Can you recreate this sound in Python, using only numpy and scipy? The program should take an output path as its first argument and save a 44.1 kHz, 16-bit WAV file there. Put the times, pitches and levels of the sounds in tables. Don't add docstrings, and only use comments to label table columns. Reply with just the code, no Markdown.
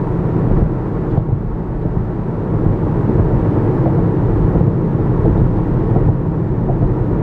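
import sys
import numpy as np
from scipy import signal
from scipy.fft import rfft, irfft
from scipy.io import wavfile
from scipy.ndimage import uniform_filter1d

SR = 44100
rng = np.random.default_rng(int(sys.argv[2]) if len(sys.argv) > 2 else 0)


def bounce(signal):
    frames = np.transpose(np.atleast_2d(signal))
    limited = np.clip(frames, -1, 1)
    pcm = np.round(limited * 32767).astype(np.int16)
    wavfile.write(sys.argv[1], SR, pcm)


N = 318402


def from_db(db):
    return 10 ** (np.asarray(db) / 20)


def unit_rms(x):
    return x / np.sqrt(np.mean(x ** 2) + 1e-20)


def gain_curves(rows):
    times_s, *columns_db = np.transpose(rows)
    return [from_db(np.interp(np.arange(N) / SR, times_s, db)) for db in columns_db]


def steady(x, span_s):
    return x / np.sqrt(uniform_filter1d(x ** 2, int(span_s * SR)) + 1e-12)


def resonate(x, hz, width_hz):
    radius = np.exp(-np.pi * width_hz / SR)
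    numerator = np.array([1, 0, -1]) * (1 - radius ** 2) / 2
    denominator = [1, -2 * radius * np.cos(2 * np.pi * hz / SR), radius ** 2]
    return signal.lfilter(numerator, denominator, x + 1e-18)


def shaken(modes):
    out = np.zeros(N)
    for hz, width_hz, db in modes:
        texture = rng.standard_normal(N + SR)
        ringing = resonate(resonate(texture, hz, width_hz), hz, width_hz)
        out += from_db(db) * unit_rms(ringing[SR:])
    return unit_rms(out)


def coloured(spectrum, panes=()):
    hz, db = np.transpose(spectrum)
    bins_hz = np.maximum(np.arange(N // 2 + 1) * SR / N, 1)
    level_db = np.interp(np.log(bins_hz), np.log(hz), db)
    for centre_hz, width_hz, lift_db in panes:
        level_db += lift_db / (1 + (2 * (bins_hz - centre_hz) / width_hz) ** 2)
    return unit_rms(irfft(rfft(rng.standard_normal(N)) * from_db(level_db), N))


def bursts(peaks_s, levels_db, rise_s, fall_s):
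    t, out = np.arange(N) / SR, np.zeros(N)
    for peak_s, db in zip(peaks_s, levels_db):
        near = slice(max(int((peak_s - 8 * rise_s) * SR), 0), int((peak_s + 8 * fall_s) * SR))
        age_s = t[near] - peak_s
        rise = np.exp(-(np.minimum(age_s, 0) / rise_s) ** 2)
        fall = np.exp(-np.maximum(age_s, 0) / fall_s)
        out[near] += from_db(db) * rise * fall
    return out


# time in seconds, then body shake, cabin boom, tyre drone, tread roar in dB.
ROAD_LEVELS = [(0.03, -26, -20, -23, -34), (0.45, -26, -16, -19.5, -33.5), (0.9, -25.5, -20.5, -21, -33.5),
               (1.15, -23, -18, -20, -34), (1.5, -17.5, -19.5, -21.5, -34), (2.4, -28, -19.5, -21.5, -34),
               (2.55, -25.5, -16.5, -19, -33.5), (3.12, -25, -16.5, -20.5, -32.5),
               (3.75, -27, -16.5, -18, -32), (4.15, -28, -16.5, -19, -34), (4.36, -16.5, -15.5, -19.5, -33),
               (4.8, -27.5, -15.5, -18, -33.5), (5.27, -19, -15, -19.5, -32.5),
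               (5.7, -21.5, -17.5, -20, -34), (6, -22.5, -15.5, -20, -33.5), (6.35, -24.5, -15, -19.5, -34),
               (7.18, -22.5, -17.5, -20, -35)]
# centre in Hz, width in Hz, relative level in dB.
BODY_MODES = [(30.37, 3.9, 1), (46.7, 16, 1.5), (62, 29, -8.5)]
CABIN_MODES = [(83.34, 16, -10), (106.1, 24, -1.5), (129.6, 15, -2), (149.3, 10, -9.5), (164.83, 12, -2)]


def rumble(boom_db=0.3, after_boom_db=-16.5, sway_lag_s=0.035):
    shake, boom, _, _ = gain_curves(ROAD_LEVELS)
    crossings_s, _, _, sways_db = axle_crossings()
    sway = bursts(crossings_s + sway_lag_s, sways_db, rise_s=0.075, fall_s=0.07)
    after_boom = from_db(after_boom_db) * bursts(*floor_kicks(), rise_s=0.0092, fall_s=0.073)
    body = np.hypot(shake, sway) * steady(shaken(BODY_MODES), span_s=0.24)
    cabin = np.hypot(boom, after_boom) * steady(shaken(CABIN_MODES), span_s=0.16)
    return body + from_db(boom_db) * cabin


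# peak time in seconds, level in dB.
ROUGH_PATCHES = [(3.111, -16), (3.59, -21), (5.276, -17.5)]
# centre in Hz, width in Hz, relative level in dB.
TYRE_MODES = [(195.2, 14, 0.5), (221, 13, -0.5), (244.6, 19, -6.5), (282.3, 44, -0.5), (300.1, 17, -2),
              (323.9, 22, 1.5), (340.2, 30, -7), (365.7, 22, 0.5), (387.8, 16, -10), (414.3, 45, -2),
              (453, 43, -2.5), (499.7, 83, -6)]
# frequency in Hz, relative spectral density in dB.
TREAD_SPECTRUM = [(200, -19), (450, -8), (580, 2), (700, -2.5), (800, -0.5), (930, -4.5), (1050, -7.5),
                  (1250, -9.5), (1500, -13.5), (1800, -17), (2200, -26), (2700, -35.5), (3500, -47),
                  (6000, -66)]
AIR_SPECTRUM = [(1000, -12.5), (2500, 3.5), (3200, -1.5), (4000, -4.5), (5000, -9.5), (7000, -14.5),
                (10000, -19.5), (13000, -24.5), (16000, -28)]
# centre in Hz, width in Hz, lift in dB.
GLASS_MODES = [(620, 17, 0.67), (894, 40, 4.4), (944, 28, 5.4), (994, 25, 5), (1101, 34, 5.6),
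               (1336, 100, 1.6), (1770, 38, 1.9), (1938, 80, 3.8), (2280, 84, 3.6)]


def rolling(drone_db=0.06, roar_db=3.5, hiss_db=-22.5, flutter_db=0.5):
    _, _, drone, roar = gain_curves(ROAD_LEVELS)
    patches = bursts(*np.transpose(ROUGH_PATCHES), rise_s=0.048, fall_s=0.06)
    grain = from_db(flutter_db * shaken([(8.8, 7.5, 0)]))
    walls = from_db(drone_db) * np.hypot(drone, patches) * steady(shaken(TYRE_MODES), span_s=0.15)
    tread = from_db(roar_db) * grain * coloured(TREAD_SPECTRUM, panes=GLASS_MODES)
    air = from_db(hiss_db) * coloured(AIR_SPECTRUM)
    return walls + roar * (tread + air)


# peak time in seconds, level in dB.
TRIM_BUZZES = [(1.115, -54), (1.183, -48.5), (1.82, -55.5), (5.255, -57), (5.381, -55), (5.572, -58.5),
               (6.823, -61)]
DASHBOARD_TICKS = [(0.397, -60), (0.635, -55), (1.183, -53), (3.95, -62), (5.57, -61)]


def trim():
    buzz = shaken([(3300, 1600, 0)]) * bursts(*np.transpose(TRIM_BUZZES), rise_s=0.008, fall_s=0.014)
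    tick = shaken([(8000, 8000, 0)]) * bursts(*np.transpose(DASHBOARD_TICKS), rise_s=5e-4, fall_s=0.002)
    return buzz + tick


# front wheel arrival in seconds, then front thump, rear thump, front slap,
# rear slap and body sway in dB.
DECK_JOINTS = [(0.512, 0.5, 1, -33.5, -31, -16.5), (1.177, 4, -0.5, -14.5, -26, -20),
               (1.855, -1.5, -2.5, -18, -28.5, -22), (2.545, -6.5, -3.5, -28.5, -21.5, -21.5),
               (3.194, -3.5, -9.5, -20.5, -20, -18.5), (3.864, -4.5, -11, -13.5, -20, -30.5),
               (4.555, -4, -7, -20, -30, -28.5), (5.255, -6.5, -12, -15.5, -21.5, -19),
               (5.962, -2, 3, -13.5, -20, -20.5), (6.696, -10.5, -3.5, -13, -20.5, -18.5)]


def axle_crossings(wheelbase_m=2.55, speed_m_per_s=23.5, slowing_m_per_s2=0.58):
    front_s, front_thump, rear_thump, front_slap, rear_slap, sway = np.transpose(DECK_JOINTS)
    rear_s = front_s + wheelbase_m / (speed_m_per_s - slowing_m_per_s2 * front_s)
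    thumps_db = np.r_[front_thump, rear_thump]
    slaps_db = np.r_[front_slap, rear_slap]
    return np.r_[front_s, rear_s], thumps_db, slaps_db, np.r_[sway, sway]


# start in seconds, thump level in dB.
WHEEL_REBOUNDS = [(1.329, -2), (3.345, -7), (4.043, -6.5), (4.609, 1), (5.414, 0)]


def floor_kicks():
    crossings_s, thumps_db, _, _ = axle_crossings()
    rebounds_s, rebounds_db = np.transpose(WHEEL_REBOUNDS)
    return np.r_[crossings_s, rebounds_s], np.r_[thumps_db, rebounds_db]


def swing(kicks, hz, width_hz):
    band = signal.butter(2, [hz - width_hz / 2, hz + width_hz / 2], "band", fs=SR, output="sos")
    ringing = signal.sosfilt(band, kicks + 1e-18)
    return kicks.max() * ringing / np.abs(ringing).max()


def joint_thumps(thump_db=-1.26, knock_db=-12.5, slap_db=-2.0):
    kicks_s, kicks_db = floor_kicks()
    kicks = np.zeros(N)
    kicks[(kicks_s * SR).astype(int)] = from_db(kicks_db)
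    thump = from_db(thump_db) * swing(kicks, hz=122, width_hz=80)
    knock = from_db(knock_db) * swing(kicks, hz=400, width_hz=200)
    crossings_s, _, slaps_db, _ = axle_crossings()
    tread = steady(shaken([(656, 200, -1), (460, 220, -1.5)]), span_s=0.0095)
    slap = from_db(slap_db) * tread * bursts(crossings_s, slaps_db, rise_s=0.0069, fall_s=0.018)
    closed_body = signal.butter(3, 1200, "low", fs=SR, output="sos")
    return signal.sosfilt(closed_body, thump + knock + slap)


def scene():
    return (rumble() + rolling() + joint_thumps() + trim())[None, :]


def gain_control(x, ceiling_rms=0.41, window_s=0.013, release_db_per_s=3.5):
    window = int(window_s * SR)
    power = uniform_filter1d(x ** 2, window)
    over_db = 10 * np.log10(np.maximum(power / ceiling_rms ** 2, 1))
    recovery_db = release_db_per_s * np.arange(N) / SR
    held_db = np.maximum.accumulate(over_db + recovery_db, axis=-1) - recovery_db
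    return x * from_db(-uniform_filter1d(held_db, window // 2))


def record(dry, low_cut_hz=16, high_cut_hz=15700):
    low_cut = signal.butter(2, low_cut_hz, "high", fs=SR, output="sos")
    high_cut = signal.ellip(10, 0.1, 80, high_cut_hz, fs=SR, output="sos")
    ducked = gain_control(signal.sosfilt(low_cut, dry))
    eased = ducked * signal.windows.tukey(N, 0.001 * SR / N)
    return signal.sosfilt(high_cut, eased)


dry = scene()
out = record(dry)
bounce(out)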